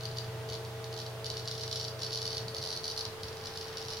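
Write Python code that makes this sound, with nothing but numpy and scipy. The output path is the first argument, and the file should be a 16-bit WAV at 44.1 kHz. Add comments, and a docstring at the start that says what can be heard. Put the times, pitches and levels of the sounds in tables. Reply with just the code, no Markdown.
"""A running hard drive in a metal caddy is tilted by hand on a desk in a small room.
From the start the spindle hums, a fan whirs and the hand bumps the case softly. The head arm seeks
in bursts, each kick and stop ringing the case, and the chatter grows louder as the drive is lifted.
From about 2.4 s the case tips up: more soft bumps, and the hum fades. At the end the hand covers
the drive, and the seeks thin out over a fine, quick ticking while the fan runs on."""
import sys
import numpy as np
from scipy import signal
from scipy.fft import rfft, irfft
from scipy.io import wavfile
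from scipy.ndimage import uniform_filter1d

SR = 44100
rng = np.random.default_rng(int(sys.argv[2]) if len(sys.argv) > 2 else 0)


def materialize(psi):
    """Save the field psi as 16-bit PCM at rate SR to the path in sys.argv[1].

    A 1-D psi becomes a single channel; in a 2-D psi each row is a channel.
    """
    bounded = np.clip(np.atleast_2d(psi).T, -1, 1)
    quanta = np.round(bounded * 32767).astype(np.int16)
    wavfile.write(sys.argv[1], SR, quanta)


N = 176400

SEEK_GAIN_DB, SEEK_PAN_DB = 22, -0.8
STOP_AFTER_S, STOP_SPREAD_S, STOP_DB = .0019, .0005, -9
FAINT_PER_S, FAINT_DB, FAINT_SCATTER_DB, BUSY_S = 40, -7.5, 3.0, .017
MODE_SCATTER_DB, MODE_DETUNE = 0.2, .003
STEREO_LAG_S, STEREO_SCATTER_RAD = .00001, 0.44
PITCH_WAVER = .002  # fraction of the pitch, for fan and motor whine


def head_arm():
    """The arm throws seeks at set times, with weaker ones of the same kind scattered wherever it is busy."""
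    # seeks at set times (time [s], relative level [dB])
    seeks = [(0.0071, -38), (0.0335, -38.5), (0.0526, -32), (0.1128, -41.0), (0.1689, -37), (0.1836, -30),
             (0.2427, -41.5), (0.4878, -39.5), (0.4985, -35), (0.5224, -37), (0.5304, -34.5), (0.5398, -36),
             (0.5502, -36), (0.648, -40.5), (0.8413, -36), (0.9264, -38.5), (0.939, -39), (0.964, -38),
             (0.9757, -37), (0.9884, -36), (1, -35.5), (1.0153, -36.5), (1.0625, -37), (1.2433, -32.5),
             (1.2574, -33), (1.2633, -31), (1.3, -28.5), (1.3143, -36), (1.339, -37.5), (1.3683, -30.5),
             (1.3947, -35), (1.455, -37.5), (1.475, -29.5), (1.4815, -30.5), (1.512, -29), (1.5372, -40),
             (1.5507, -35.5), (1.578, -35), (1.5953, -37), (1.6087, -33.5), (1.614, -35.5), (1.633, -32),
             (1.6366, -34), (1.6772, -33.5), (1.7119, -29.5), (1.7265, -26.5), (1.7455, -41), (1.7573, -28),
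             (1.77, -39), (1.7766, -36), (1.7969, -30.5), (1.8103, -31.0), (1.8284, -34.5), (1.8415, -33),
             (1.848, -30.5), (1.8808, -33.5), (1.9916, -37.5), (2.003, -40), (2.019, -30.5), (2.032, -28.5),
             (2.0454, -32), (2.0637, -31.5), (2.1063, -34.0), (2.1214, -33), (2.129, -30), (2.1354, -31),
             (2.1466, -29.5), (2.156, -29), (2.1732, -30.5), (2.186, -35), (2.2165, -30), (2.227, -30.5),
             (2.2534, -28.5), (2.265, -30.5), (2.2759, -29.5), (2.3046, -31.5), (2.3167, -34),
             (2.3287, -30.5), (2.3474, -32.5), (2.3684, -28.5), (2.3797, -29), (2.4816, -33),
             (2.5456, -30.5), (2.5657, -31), (2.5819, -30.5), (2.6146, -38.0), (2.6258, -31), (2.6375, -30),
             (2.6499, -32.0), (2.6607, -31.5), (2.6726, -32), (2.6875, -34), (2.7034, -30), (2.7143, -31.5),
             (2.7266, -31.5), (2.7326, -33), (2.7498, -38), (2.7628, -31.5), (2.7731, -30), (2.8406, -30.0),
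             (2.854, -31), (2.8656, -35), (2.8788, -28), (2.8992, -31.5), (2.9122, -31.5), (2.918, -33.0),
             (2.9628, -33), (2.975, -28.5), (2.982, -33), (2.9908, -30.0), (3.008, -28.5), (3.0516, -29),
             (3.2323, -32.5), (3.2813, -38), (3.369, -43), (3.4375, -40), (3.4567, -34.5), (3.4697, -32.5),
             (3.5561, -40.5), (3.573, -32.0), (3.611, -33.5), (3.6813, -37.5), (3.77, -31.5),
             (3.7815, -35.5), (3.8142, -36.5), (3.826, -40.5), (3.8488, -39), (3.8829, -32.5),
             (3.9027, -33), (3.9334, -32.5), (3.9688, -34.5)]
    times, dbs = np.array(seeks).T
    when, loud = rng.random((int(FAINT_PER_S * N / SR), 2)).T
    faint_times = when * N / SR
    busy = (undb(dbs) * np.exp(-abs(faint_times[:, None] - times) / BUSY_S)).max(1)
    faint_db = 20 * np.log10(busy + 1e-9) + FAINT_DB + 2 * FAINT_SCATTER_DB * (2 * loud - 1)
    return ring_case(times, dbs) + ring_case(faint_times, faint_db)


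def ring_case(times, dbs, size=720):
    """Each seek is a kick and a weaker stop that ring the case; the pose sets which modes face out."""
    # case resonances (pitch [Hz], nominal width [Hz], relative level in each of the four poses [dB])
    modes = [(3004, 140, -18, -18, -24.5, -20), (3646, 273, -10, -9, -14, -12.5),
             (4107, 294, -8.5, -9, -14.5, -10), (4468, 453, 0, 1.5, 1, -1), (4797, 270, -26, -20, -17, -11),
             (5540, 262, -12.5, -4, -14, -7), (5756, 238, -14, -12.5, -10.5, -13),
             (6250, 307, -13.5, -15.5, -17, -17), (7215, 237, -22, -19, -26.5, -23),
             (9620, 710, -23.5, -22.5, -21, -23), (10340, 570, -22.5, -20, -21.5, -22),
             (11090, 890, -20.5, -24, -22.5, -23)]
    # the drive lies flat, is lifted, is tipped over, is covered by the hand (time [s])
    poses = [.6, 1.9, 2.8, 3.6]
    t, count = np.arange(size) / SR, len(times)
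    chance = rng.standard_normal((count, len(modes), 3))
    rings = np.zeros((count, 2, size))
    for k, (hz, width, *pose_db) in enumerate(modes):
        loud, detune, apart = chance[:, k].T
        gain = undb(np.interp(times, poses, pose_db) + MODE_SCATTER_DB * loud)
        pitch = hz * (1 + MODE_DETUNE * detune)
        ring = swell(t, 1 / (np.pi * width)) ** 2 * np.exp(2j * np.pi * np.outer(pitch, t))
        stereo = np.exp(1j * np.outer(STEREO_SCATTER_RAD * apart + np.pi * hz * STEREO_LAG_S, [-1, 1]))
        rings += ((gain[:, None] * stereo)[:, :, None] * ring[:, None]).imag
    out = np.zeros((2, N))
    for start, db, ring, late in zip(times, dbs, rings, rng.standard_normal(count)):
        tick = signal.fftconvolve(ring, spread_kick(size)[None], axes=1)
        tick *= undb(db + SEEK_GAIN_DB) / np.linalg.norm(tick)
        add(out, start, tick)
        add(out, start + STOP_AFTER_S + STOP_SPREAD_S * late, undb(STOP_DB) * tick)
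    return out


def spread_kick(size, crossing_s=.000898, ripple_hz=1696):
    """A kick smears as it crosses the case: all frequencies equally strong, each at its own time."""
    hz = np.arange(size // 2 + 1) * SR / size
    delay_s = crossing_s * (1 + np.sin(2 * np.pi * (hz / ripple_hz + rng.random())))
    return irfft(np.exp(-2j * np.pi * np.cumsum(delay_s) * SR / size), size)[:size // 2]


def flurry(start_s=3.33, end_s=4, gap_s=.017, db=-44):
    """A quick, nearly even run of faint seeks once the drive is tipped over."""
    times = np.arange(start_s, end_s, gap_s)
    late, loud = rng.standard_normal((len(times), 2)).T
    return ring_case(times + 0.23 * gap_s * late, db + FAINT_SCATTER_DB * loud)


def pings(hz=4750, peak_s=.0016):
    """Hard stops leave a thin metallic ping, the arm assembly's own note."""
    # hard stops (time [s], level [dB])
    hard_stops = [(.054, -31.5), (0.184, -30.5), (1.882, -32)]
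    out, t = np.zeros((2, N)), np.arange(SR // 20) / SR
    for start, db in hard_stops:
        add(out, start, undb(db) * swell(t, peak_s) * np.sin(2 * np.pi * hz * t))
    return out


def spindle(hum_hz=120.7, whine_hz=646.4):
    """The platters' imbalance shakes the case once a turn; the motor adds a thin whine."""
    # fade of the spindle hum (time [s], level [dB])
    hum_fade = [(0, -43.5), (.08, -40.5), (.8, -44), (1.6, -44), (2.1, -45.5), (2.42, -47), (2.55, -53),
                (2.85, -57), (3.05, -56.5), (4, -60)]
    # fade of the motor whine (time [s], level [dB])
    whine_fade = [(0, -51.5), (1.8, -53), (2.8, -55), (3.4, -61.5), (4, -74)]
    hum = tone(np.full(N, hum_hz), curve(hum_fade) + 0.24 * drift(24))
    whine = tone(whine_hz * (1 + PITCH_WAVER * drift(9)), curve(whine_fade) + 0.61 * drift(7.42))
    return hum + whine


def hand(scuff_hz=(87, 200), scuff_db=-10):
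    """Dull thuds as the grip shifts and the case rocks on the desk; skin drags with each one."""
    # soft bumps (time [s], level [dB], pitch [Hz], rise time [s])
    bumps = [(.05, -45, 149.5, 0.032), (.28, -41, 105, .014), (.487, -44, 85, .016),
             (2.383, -40, 119, 0.044), (2.586, -39, 128, .0068), (2.74, -47, 126.4, .018),
             (2.913, -53, 116, 0.01), (3.063, -40.5, 106, 0.015), (3.225, -41, 107, .012),
             (3.229, -43.5, 72, 0.018), (3.42, -44.5, 104, 0.023)]
    out, t = np.zeros(N), np.arange(SR // 3) / SR
    band = signal.butter(2, scuff_hz, "band", fs=SR, output="sos")
    drag = signal.sosfilt(band, rng.standard_normal((len(bumps), len(t))))
    for (start, db, hz, rise_s), scuff in zip(bumps, undb(scuff_db) * drag / drag.std()):
        thud = np.sin(2 * np.pi * hz * t * (1 - 0.12 * t))  # the pitch sags slightly
        add(out, start, undb(db) * swell(t, rise_s) * (thud + scuff))
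    return out


def fan():
    """The blades and their motor sing slightly wavering tones."""
    # fan tones (pitch [Hz], level [dB], waver [dB])
    partials = [(93, -54.5, -0.5), (148.9, -64, 4), (444.3, -46.5, 1.05), (556, -67, 6.5),
                (809.7, -61.5, 2), (888, -65.5, 2), (1933, -72, 3.5)]
    return sum(tone(hz * (1 + PITCH_WAVER * drift(9)), db + waver_db * drift(7.005))
               for hz, db, waver_db in partials)


def air(level_db=-46, pan_db=-0.5):
    """Rushing air, centred in the bass and wide on top; rumble and midrange shift as the vents turn."""
    # colour of the rush and hiss (frequency [Hz], relative level [dB])
    colour = [(25, -7), (45, -14.5), (75, -5), (110, 2.5), (150, -1.5), (200, -6.5), (280, -11.5),
              (350, -3), (430, -0.5), (520, -4), (700, -6), (1000, -6.5), (1500, -8.5), (2300, -12.5),
              (3300, -12.5), (4400, -14.5), (5500, -18), (7300, -23), (9000, -29.5), (12000, -31.5),
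              (15800, -33.5)]
    # likeness of left and right (frequency [Hz], correlation [0-1])
    correlation = [(30, 0.95), (150, 0.74), (400, 0.71), (700, 0.73), (1300, 0.48), (2500, 0.1),
                   (5000, 0.14), (14000, 0.22)]
    # ride on the midrange (time [s], gain [dB])
    midrange_ride = [(0, -0.5), (1.2, -1), (2.3, 0), (2.8, 0), (4, 1.5)]
    # ride on the rumble (time [s], gain [dB])
    rumble_ride = [(0, -1.5), (.55, 2.5), (.75, 0), (1.5, 0), (2.5, -0.1), (4, -0.5)]
    spectrum, likeness = undb(per_bin(colour)), per_bin(correlation)
    mid, side = (irfft(rfft(rng.standard_normal(N)) * spectrum * np.sqrt(share), N)
                 for share in (1 + likeness, 1 - likeness))
    rush = np.array([mid + side, mid - side]) * undb(level_db) * pan(pan_db) / mid.std()
    midrange = signal.sosfiltfilt(signal.butter(2, [900, 4000], "band", fs=SR, output="sos"), rush)
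    rumble = signal.sosfiltfilt(signal.butter(2, 650, fs=SR, output="sos"), rush)
    midrange_gain = undb(curve(midrange_ride) + .5 * drift(19))
    return rush + midrange * (midrange_gain - 1) + rumble * (undb(curve(rumble_ride)) - 1)


def room(x, tail_db=-3, t60_s=0.31, predelay_s=.0052):
    """The small room adds two near echoes and a short diffuse tail."""
    # slaps off desk and wall (delay [s], level [dB])
    echoes = [(.0077, -12.5), (0.01, -15)]
    t = np.arange(SR // 2) / SR
    response = rng.standard_normal((2, len(t))) * np.exp(-np.log(1000) * t / t60_s) * (t > predelay_s)
    response *= undb(tail_db) / np.linalg.norm(response, axis=1, keepdims=True)
    response[:, 0] += 1  # direct sound
    for delay, db in echoes:
        for side in response:
            side[int(delay * SR) + rng.integers(0, 10)] += undb(db)
    return signal.fftconvolve(x, response, axes=1)[:, :N]


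def undb(db):
    """Decibels to gain."""
    return 10 ** (np.asarray(db) / 20)


def pan(db):
    """Stereo gains with the left side db above the right."""
    return undb(db * np.array([[.5], [-.5]]))


def curve(rows):
    """Straight lines through (time [s], value) rows."""
    return np.interp(np.arange(N) / SR, *np.array(rows).T)


def per_bin(rows):
    """Straight lines on a log axis through (frequency [Hz], value) rows."""
    hz, value = np.array(rows).T
    return np.interp(np.log(np.arange(N // 2 + 1) * SR / N + 1), np.log(hz), value)


def drift(rate_hz):
    """Smooth random drift with a spread of 1."""
    hold = max(int(SR / rate_hz), 2)
    steps = np.repeat(rng.standard_normal(N // hold + 1), hold)
    smooth = uniform_filter1d(uniform_filter1d(steps, hold), hold)[:N]
    return (smooth - smooth.mean()) / smooth.std()


def add(out, start, sound):
    """Mix a sound into out at a time in seconds."""
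    i = int(np.clip(start * SR, 0, N - 1))
    out[..., i:i + sound.shape[-1]] += sound[..., :N - i]


def swell(t, peak_s):
    """An envelope that rises to 1 at peak_s and dies away."""
    u = np.maximum(t, 0) / peak_s
    return u * np.exp(1 - u)


def tone(hz, db):
    """A sine that follows a pitch and an rms level."""
    return np.sqrt(2) * undb(db) * np.sin(2 * np.pi * (np.cumsum(hz) / SR + rng.random()))


def scene():
    """The chatter in its room, over hum, air and handling."""
    chatter = (head_arm() + flurry() + pings()) * pan(SEEK_PAN_DB)
    return room(chatter) + spindle() + fan() + air() + hand()


def record(dry, top_hz=15950):
    """Master EQ: a narrow dip in the treble, a bright shelf above it and a steep cut at the top."""
    # EQ curve (frequency [Hz], gain [dB])
    eq = [(7450, -1), (7830, -3.5), (8150, 2.5), (8800, 5)]
    coloured = irfft(rfft(dry) * undb(per_bin(eq)), N)
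    return signal.sosfilt(signal.ellip(10, .2, 70, top_hz, fs=SR, output="sos"), coloured)


dry = scene()
out = record(dry)
materialize(out)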